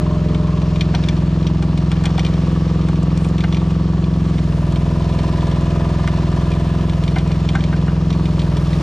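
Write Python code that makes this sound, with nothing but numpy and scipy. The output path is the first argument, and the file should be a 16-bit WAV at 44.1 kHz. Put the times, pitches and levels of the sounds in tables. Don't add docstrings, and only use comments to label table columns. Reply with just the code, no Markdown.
import sys
import numpy as np
from scipy import signal
from scipy.fft import rfft, irfft
from scipy.io import wavfile
from scipy.ndimage import uniform_filter1d

SR = 44100
rng = np.random.default_rng(int(sys.argv[2]) if len(sys.argv) > 2 else 0)


def master(y):
    cut = np.clip(np.atleast_2d(y).T, -1, 1)
    pcm = np.round(cut * 32767)
    wavfile.write(sys.argv[1], SR, pcm.astype(np.int16))


N = 388962
T = np.arange(N) / SR


def undb(db):
    return np.exp(np.asarray(db) * np.log(10) / 20)


def level(x, db):
    return x * undb(db) / np.sqrt(np.mean(x ** 2))


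def curves(table):
    s, *columns = np.transpose(table)
    return [np.interp(T, s, c) for c in columns]


def along(table, hz):
    table_hz, values = np.transpose(table)
    return np.interp(np.log(hz), np.log(table_hz), values)


def band(x, lo_hz, hi_hz, order=2):
    edges = [lo_hz, min(hi_hz, SR / 2.1)]
    return signal.sosfilt(signal.butter(order, edges, "band", fs=SR, output="sos"), x)


def ring(x, hz, t60):
    r = np.exp(-np.log(1000) / (t60 * SR))
    w = 2 * np.pi * hz / SR
    return signal.lfilter([0, r * np.sin(w)], [1, -2 * r * np.cos(w), r * r], x)


def walk(rate):
    k = int(SR / rate)
    steps = np.repeat(rng.standard_normal(N // k + 1), k)
    return 1.48 * uniform_filter1d(uniform_filter1d(steps, k), k)[:N]


# start_s [s], rate_hz [Hz]
FIRING_RATE = [(0, 21.61), (1.17, 21.56), (1.3, 21.65), (1.92, 21.57), (2.35, 21.76), (3.15, 21.61),
               (3.34, 22.1), (4.23, 22.01), (4.51, 20.93), (4.98, 21.32), (5.53, 21.18), (6.16, 21.22),
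               (6.7, 21.31), (6.82, 21.82), (6.99, 21.17), (8.09, 21.5), (8.17, 21.85), (8.55, 20.93),
               (8.82, 21.15)]
START_CYCLE = .125


def crank():
    hz, = curves(FIRING_RATE)
    return hz, START_CYCLE + np.cumsum(hz) / SR


# start_s [s], turned_aside [0-1], relative top_hiss_db [dB], relative casing_db [dB]
HEAD_TURNS = [(0, 0.48, -12.5, 0.5), (.5, 0.12, -10, -1.5), (1, 0.28, -17.5, 0.5), (1.4, 0.15, -15, -2),
              (2.1, 0.1, -8.5, 0), (3, 0, -2, 0), (4, 0.12, -7, -1), (4.3, 0.08, 5, 0),
              (4.7, 0.73, 13.5, -1), (5.2, 0.93, 2.5, 0), (6, 0.84, -2, 1.5), (6.6, 0.88, 5.5, 0),
              (7, 0.6, 8, 0), (7.6, 0.37, -6, -0.5), (8.2, 0.01, 3, -0.5), (8.5, 0.6, 11.5, 0),
              (8.82, 0.1, 11, 2.5)]


def head():
    turn, top_db, casing_db = curves(HEAD_TURNS)
    return np.clip(turn, 0, 1), top_db, casing_db


def turned(turn, ahead_db, aside_db):
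    return undb((1 - turn) * ahead_db + turn * aside_db)


# multiple [of the firing rate], relative rms level_db [dB]
AHEAD_OVERTONES = [(1, -33), (2, -38), (3, -19.5), (4, -25.5), (5, -24), (6, -35), (7, -17.5), (8, -17),
                   (9, -29.5), (10, -52), (11, -30), (12, -36.5), (13, -35), (14, -43), (15, -30.5),
                   (16, -38), (17, -40), (18, -40), (19, -46), (20, -48), (21, -44), (22, -43), (23, -46),
                   (24, -42), (25, -49), (26, -56), (27, -57), (28, -48), (29, -49), (30, -46), (31, -51),
                   (32, -52), (33, -49), (34, -56), (35, -65), (36, -58)]
# multiple [of the firing rate], relative rms level_db [dB]
ASIDE_OVERTONES = [(1, -32), (2, -37), (3, -19), (4, -23.5), (5, -23), (6, -34), (7, -19), (8, -19.5),
                   (9, -28.5), (10, -50), (11, -28), (12, -49.5), (13, -35), (14, -47), (15, -31.5),
                   (16, -47), (17, -32.5), (18, -37.5), (19, -53), (20, -38), (21, -45), (22, -48),
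                   (23, -54), (24, -39), (25, -44), (26, -49), (27, -61), (28, -37), (29, -49), (30, -49),
                   (31, -45), (32, -36.5), (33, -47), (34, -45), (35, -52), (36, -61)]
OVERTONE_GROUPS = [(1, 2, .804, .796, 1), (3, 5, .96, .97, 1), (6, 10, .216, .222, -1),
                   (11, 13, .726, .666, -1), (14, 18, .422, .438, 1), (19, 25, .814, .816, -1),
                   (26, 36, .732, .4, 1)]
WAVER_DB = (.3, 0.16, 0.16, 1.3, 1.0, 2.2, 0.68)
FIRING_JITTER_CYCLES = .001
PULSES_DB, LOAD_DB_PER_HZ, GOVERNED_HZ = -2.5, 0.26, 21.5


def group_wave(orders, first, last, place, ring_or_swell, cycle, size=65536):
    k = np.arange(65)
    overtone_gain = undb(np.array(orders)[np.clip(k, first, last) - 1, 1])
    cepstrum = irfft(np.log(overtone_gain))
    log_gain = rfft(cepstrum * np.r_[1, np.full(63, 2), 1, np.zeros(63)])
    phase = ring_or_swell * log_gain.imag - 2 * np.pi * k * place
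    lines = np.exp(log_gain.real + 1j * phase) * ((k >= first) & (k <= last))
    wave = irfft(lines, size) * size / np.sqrt(2)
    return wave[(cycle % 1 * size).astype(int)]


def pulses(hz, cycle, turn):
    out = 0
    cycle = cycle + FIRING_JITTER_CYCLES * walk(22)
    for (first, last, ahead, aside, shape), waver_db in zip(OVERTONE_GROUPS, WAVER_DB):
        front = group_wave(AHEAD_OVERTONES, first, last, ahead, shape, cycle)
        side = group_wave(ASIDE_OVERTONES, first, last, aside, shape, cycle)
        out = out + ((1 - turn) * front + turn * side) * undb(waver_db * walk(12))
    return out * undb(PULSES_DB + LOAD_DB_PER_HZ * (GOVERNED_HZ - hz))


# [dB, weighted by 1.5 - turn and by turn, then added]
BLOWS_IN_CYCLE = [(-.005, -2, -2), (.037, -14, 0), (0.1, -9, -3), (.17, -13.5, -16), (.265, -6.5, -14),
                  (.46, -12, -10), (0.715, -9, -18), (.83, -21, -11)]
# [dB, weighted by 2 - turn and by turn, then added]
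CYLINDER_HEAD_MODES = [(620, 0.019, -7, -3), (860, 0.008, -13, -13), (920, 0.097, -2.5, 5.5),
                       (966, 0.057, 9, 9), (1001, 0.084, 3.5, 14), (1062, 0.099, -2.5, 9),
                       (1138, 0.047, 12.5, -11), (1190, .06, -1.5, 4.5), (1253, 0.054, 6.5, 0.5),
                       (1360, 0.012, -10.5, -7)]
# ahead_db [dB], aside_db [dB]
KNOCK_TURN = (-2, 0.5)
KNOCK_PLACE = .53
KNOCK_BASE_DB, KNOCK_SPREAD_DB = -38.5, 1.8


def knock(cycle, turn):
    force = 0
    for later, ahead_db, aside_db in BLOWS_IN_CYCLE:
        at = np.flatnonzero(np.diff(np.floor(cycle - KNOCK_PLACE - later)))
        chance = rng.standard_normal((len(at), 2))
        shift = (2 * chance[:, 0]).astype(int)
        blows = np.zeros(N)
        blows[np.clip(at + shift, 0, N - 1)] = undb(KNOCK_SPREAD_DB * chance[:, 1])
        force = force + undb((1.5 - turn) * ahead_db + turn * aside_db) * blows
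    force = uniform_filter1d(force, size=16)
    rung = sum(undb((2 - turn) * ahead_db + turn * aside_db) * ring(force, hz, t60)
               for hz, t60, ahead_db, aside_db in CYLINDER_HEAD_MODES)
    return level(rung, KNOCK_BASE_DB) * turned(turn, *KNOCK_TURN)


# pitch_hz [Hz], relative level_db [dB per Hz]
CASING_COLOUR = [(18, -38), (30, -18), (64, -18.5), (110, -24), (167, -13.5), (216, -17), (337, -17),
                 (437, -18), (580, -20.5), (800, -25), (953, -24), (1350, -29.5), (2030, -34), (2920, -34),
                 (5300, -40), (12200, -64), (15000, -105)]
# place [cycles], length [cycles], low_db [dB at 500 Hz], high_db [dB at 8 kHz]
VALVE_STIRS = [(.09, .025, 0, 3), (.36, 0.06, -1.5, 2), (.62, 0.08, 0, 3), (.85, 0.12, -5, -.5)]
CASING_BASE_DB = -35.8


def casing(cycle, top_db):
    out, swell = 0, walk(2.85)
    rattles = (rng.random(N) < 60 / SR) * rng.exponential(130.0, N)
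    grains = np.sqrt(1 + uniform_filter1d(rattles, 160))
    stirs = []
    for place, length, _, _ in VALVE_STIRS:
        distance = (cycle - place + .5) % 1 - .5
        stirs.append(np.exp(-.5 * (distance / length) ** 2))
    for hz in 32 * 2 ** np.arange(0, 9, 1 / 3):
        stir_db = sum(along([(500, low_db), (8000, high_db)], hz) * stir
                      for stir, (_, _, low_db, high_db) in zip(stirs, VALVE_STIRS))
        top_share = np.clip(np.log2(hz / 6500) / 2.5, 0, 1)
        db = along(CASING_COLOUR, hz) + stir_db + 0.49 * swell + 0.78 * walk(14) + top_share * top_db
        pepper = grains ** along([(600, 0.21), (3000, 0.54), (9000, 0.075)], hz)
        noise = rng.standard_normal(N) * pepper
        out = out + undb(db) * band(noise, hz * 2 ** (-1 / 6), hz * 2 ** (1 / 6))
    return level(out, CASING_BASE_DB)


# pitch_hz [Hz], t60_s [s], relative ahead_db [dB], relative aside_db [dB]
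PANEL_MODES = [(678, 0.085, -55, -46.5), (965, 0.012, -53, -59.5), (1190, 0.031, -50.5, -43),
               (1737, 0.022, -55, -49), (2470, 0.013, -76, -58.5), (2820, 0.0065, -56, -52.5),
               (3580, 0.026, -70, -58), (4330, .09, -64, -62), (7300, .05, -81, -76.5)]


def panels(cycle, turn):
    flutter = undb(2.5 * np.cos(2 * np.pi * (cycle - .55)))
    out = 0
    for hz, t60, ahead_db, aside_db in PANEL_MODES:
        hum = level(ring(flutter * rng.standard_normal(N), hz, t60), 0)
        out = out + hum * turned(turn, ahead_db, aside_db) * undb(0.63 * walk(1.7))
    return out


# ahead_db [dB], aside_db [dB]
CASING_TURN = (2.27, 2.5)


def engine_noise(cycle, turn, top_db, casing_db):
    return (casing(cycle, top_db) + panels(cycle, turn)) * turned(turn, *CASING_TURN) * undb(casing_db)


# [dB, before its swing in each cycle]
PUMP_LEVELS = [(0, -38, -45), (.13, -36.5, -39), (.22, -40, -49), (.36, -38, -37.5), (.48, -38, -39.5),
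               (.65, -41, -47.5), (.9, -45, -50), (1.15, -49, -61), (4.3, -66, -68.5), (4.6, -55, -74),
               (6.7, -59, -74), (8.2, -46, -65), (8.82, -44, -70)]
# [1 follows whine_db, 0 not]
PUMP_TONES = [(20, 0, -3, 1), (28, 0, 0, 1), (47, -60, -47, 0), (56, -54, -44.5, 0)]
# pitch_hz [Hz], t60_s [s]
VALVE_MODE = (1075, 0.034)


def pump(cycle, turn):
    whine_db, hiss_db = curves(PUMP_LEVELS)
    swing_db = 4.4 * np.cos(2 * np.pi * (cycle - .68))
    out = level(ring(rng.standard_normal(N), *VALVE_MODE), 0) * undb(hiss_db + swing_db)
    for multiple, ahead_db, aside_db, follows in PUMP_TONES:
        db = (1.5 - turn) * ahead_db + turn * aside_db + follows * whine_db + 2.2 * walk(25)
        out = out + np.sqrt(2) * undb(db) * np.sin(2 * np.pi * multiple * cycle)
    return out


def bursts(s, db, t60, crack_db, crack_s):
    out = np.zeros(N)
    for at, gain, decay in zip((s * SR).astype(int), undb(db), t60):
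        n = np.arange(min(2200, N - at))
        bounces = np.exp(-np.log(1000) * n / SR / max(decay, .01))
        crack = undb(crack_db) * np.exp(-n / SR / crack_s)
        onset = np.minimum(n / 12, 1)
        out[at + n] += gain * rng.standard_normal(2200)[n] * (bounces + crack) * onset
    return out


STRAY_PER_S = 1.5
STRAY_DB, STRAY_SPREAD_DB, STRAY_TREBLE_DB = -34.5, 1, -11
SHAKE_PLACE = .34
SHAKE_AHEAD_DB, SHAKE_ASIDE_DB, SHAKE_TREBLE_DB = -58.5, -34, -3.5


def faint_ticks(cycle, turn):
    count = int(STRAY_PER_S * N / SR)
    stray_s = rng.random(count) * (N - 1) / SR
    stray_db = STRAY_DB + STRAY_SPREAD_DB * rng.standard_normal(count)
    stray = np.c_[stray_s, stray_db, np.full(count, STRAY_TREBLE_DB)]
    at = np.flatnonzero(np.diff(np.floor(cycle - SHAKE_PLACE)))
    shake_db = (1 - turn[at]) * SHAKE_AHEAD_DB + turn[at] * SHAKE_ASIDE_DB
    return np.r_[stray, np.c_[at / SR, shake_db, np.full(len(at), SHAKE_TREBLE_DB)]]


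# [dB, against level_db]
TICK_TIMES = [(0.3472, -25, -13), (0.618, -27.5, -15), (0.7592, -24, -20), (0.7941, -38, -16),
              (0.8091, -13, -27), (0.9488, -14.5, -25), (1.0376, -22, -18), (1.0865, -14, -15),
              (1.1648, -28.5, -16), (1.3433, -35, -20), (1.3897, -37, -20), (1.4277, -29, -21),
              (1.4678, -18.5, -16), (1.6248, -26.5, -4), (1.7759, -24.5, -8), (1.9161, -19, -9),
              (1.9679, -31, -20), (2.0378, -29, 1), (2.0553, -13, -9), (2.1051, -31, -22),
              (2.179, -20, -13), (2.1935, -15.5, -13), (2.2488, -17.5, -23), (2.2644, -20.5, -16),
              (2.3381, -28, -18), (2.6788, -32, -20), (2.7232, -40, -13), (2.8125, -29, -21),
              (2.8864, -29, -4), (2.9577, -28.5, -23), (3.0286, -32.5, 2), (3.1038, -32, -20),
              (3.1747, -28, 1.5), (3.2461, -29, -4), (3.2874, -42, 9), (3.3813, -22, -21),
              (3.4057, -20, -21), (3.4386, -22.5, -28), (3.5254, -21.5, -24), (3.5459, -22, -21),
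              (3.5683, -23, -25), (3.6007, -33, -20), (3.706, -27, -16), (4.0407, -30, -19),
              (4.138, -32, -17), (4.383, -26.5, -26), (4.5221, -39, -20), (4.7229, -35, 1),
              (4.7591, -24, -20), (5.0215, -29, -14), (5.1248, -32, -18), (5.1896, -24, -18),
              (5.3592, -36, -14), (5.4076, -30, -15), (5.471, -30, -8), (5.5149, -31, -15),
              (6.0746, -21, -8), (6.1614, -28.5, -16), (6.3994, -33, -18), (6.5171, -23.5, -19),
              (6.5375, -29, -18), (6.81, -26, -21), (6.8958, -25, -9), (6.9331, -29.5, -17),
              (7.037, -23.5, -7), (7.0789, -21, -21), (7.1105, -37, -1), (7.1581, -26, -20),
              (7.1841, -19.5, -11), (7.2754, -30, -5), (7.3168, -21.5, -21), (7.449, -29, -16),
              (7.4894, -17, -30), (7.5328, -38, -12), (7.5533, -23.5, -5), (7.6067, -25.5, -17),
              (7.6386, -21.5, -14), (7.7638, -28, -16), (7.8141, -32, -16), (8.1035, -21, -19),
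              (8.1275, -23, -15), (8.2557, -23, -16), (8.309, -37, -18), (8.3939, -18, -21),
              (8.417, -23.5, -15), (8.5685, -22, -11), (8.6492, -34, -12), (8.7311, -24, -16)]
# pitch_hz [Hz], t60_s [s], relative level_db [dB]
TICKING_MODES = [(2453, 0.028, 0.5), (3190, 0.033, -6.5), (3465, 0.013, 0.5), (3736, 0.011, 2),
                 (4240, 0.0098, 1), (4760, 0.011, -3.5), (5806, 0.019, -3.5)]
# start_s [s], left_minus_right_db [dB]
TICK_SIDES = [(0, 5.5), (3, 2), (5, -4), (7, -2.5), (8.82, -2)]
TICK_T60_S, TICK_TREBLE_T60_S = 0.059, 0.029
TICK_STRIKE_DB = 15


def ticks(cycle, turn):
    s, db, treble_db = np.r_[TICK_TIMES, faint_ticks(cycle, turn)].T
    strikes = np.bincount((s * SR).astype(int), undb(db + TICK_STRIKE_DB), N)
    chatter = bursts(s, db, np.full(len(s), TICK_T60_S), crack_db=-2.5, crack_s=0.0013)
    blows = band(strikes + chatter, 1930, 5970, order=3)
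    rung = sum(undb(mode_db) * ring(blows, hz, t60) for hz, t60, mode_db in TICKING_MODES)
    body = undb(-32.5) * rung + undb(-6.5) * blows
    treble_t60 = np.full(len(s), TICK_TREBLE_T60_S)
    bright = band(bursts(s, db + treble_db, treble_t60, crack_db=-12.0, crack_s=0.00035), 4600, 8400, order=3)
    pan, = curves(TICK_SIDES)
    return body * undb(np.array([pan, -pan]) / 2) + bright


# [Hz, mode that is lifted]
CLUNK_TIMES = [(0.9418, -19.5, 0.057, -9, 960), (1.624, -30, 0.088, 0, 820), (1.916, -28.5, 0.08, 2, 1812),
               (2.041, -21, 0.048, -7, 1812), (2.06, -26.5, 0.11, -3.5, 820), (2.183, -15, 0.03, -5, 1812),
               (2.886, -24.5, 0.027, -8, 820), (3.44, -17.5, 0.043, 1.5, 820), (6.076, -21.5, .03, 8, 2850),
               (6.078, -21, 0.029, 1, 1400), (7.162, -17.5, 0.086, 0.5, 820), (7.307, -27, 0.033, -1, 960),
               (7.551, -17.5, 0.075, -1, 1535), (7.727, -22, 0.067, -2, 1535),
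               (7.88, -22.5, 0.062, -1, 1535)]
# pitch_hz [Hz], t60_s [s], relative level_db [dB]
FRAME_MODES = [(815, 0.045, -3), (963, 0.02, -4.5), (1220, 0.02, -4), (1390, 0.035, -5), (1551, 0.03, -2),
               (1810, 0.022, -3.5), (2103, 0.025, -4.5), (2300, 0.015, -6.5), (2840, 0.03, -5.5)]
CLUNK_STRIKE_DB, CLUNK_CHATTER_DB = -15, -24.5
CLUNK_FAVOUR_DB = 6.5


def clunks():
    s, db, t60, tilt_db, favoured_hz = np.transpose(CLUNK_TIMES)
    blows = band(bursts(s, db, t60, crack_db=-15.5, crack_s=0.00062), 650, 2900)
    latest = np.maximum(np.searchsorted(s, T, side="right") - 1, 0)
    strikes = np.zeros(N)
    strikes[(s * SR).astype(int)] = undb(db + CLUNK_STRIKE_DB)
    force = strikes + undb(CLUNK_CHATTER_DB) * blows
    out = undb(-6) * blows
    for hz, mode_t60, mode_db in FRAME_MODES:
        favoured = np.abs(np.log2(hz / favoured_hz)) < .07
        lift_db = tilt_db * np.log2(hz / 1300) + CLUNK_FAVOUR_DB * favoured
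        out = out + ring(force * undb(mode_db + lift_db)[latest], hz, mode_t60)
    return out


# [dB rms, before the fade in and out]
GLOVE_SWISH = (3.25, 0.034, -54)


def swish():
    middle, half, db = GLOVE_SWISH
    hiss = level(band(rng.standard_normal(N), 6940, 9700), db)
    return hiss * np.exp(-.5 * ((T - middle) / half) ** 2)


# pitch_hz [Hz], left_lead [radians]
PHASE_BETWEEN_PORTS = [(60, .05), (300, .14), (1000, .3), (3000, .62), (5250, .3), (12000, -.1)]
# pitch_hz [Hz], left_minus_right_db [dB]
BALANCE_BETWEEN_PORTS = [(60, -.6), (130, .2), (300, .5), (1000, .9), (2000, .4), (4000, .2), (8000, -.5),
                         (12000, 0)]
# [dB, against the noise itself]
NOISE_APART = [(60, -38), (290, -14.5), (630, -14.5), (1380, -11.5), (3030, -11), (6640, -12),
               (14000, -8.5)]


def two_ports(near, noise, hz):
    f = np.maximum(np.fft.rfftfreq(N, 1 / SR), 1)
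    half = undb(along(BALANCE_BETWEEN_PORTS, f) / 2) * np.exp(.5j * along(PHASE_BETWEEN_PORTS, f))
    apart = rfft(np.roll(noise, int(SR / np.mean(hz)))) * undb(along(NOISE_APART, f))
    return irfft(rfft(near) * np.array([half, 1 / half]) + np.array([apart, -apart]), N)


def scene():
    hz, cycle = crank()
    turn, top_db, casing_db = head()
    engine = pulses(hz, cycle, turn) + knock(cycle, turn) + pump(cycle, turn)
    noise = engine_noise(cycle, turn, top_db, casing_db)
    near = engine + noise + ticks(cycle, turn) + clunks() + swish()
    return two_ports(near, noise, hz)


TOP_HZ = 15100


def record(dry):
    return signal.sosfilt(signal.ellip(8, .2, 70, TOP_HZ, fs=SR, output="sos"), dry)


dry = scene()
out = record(dry)
master(out)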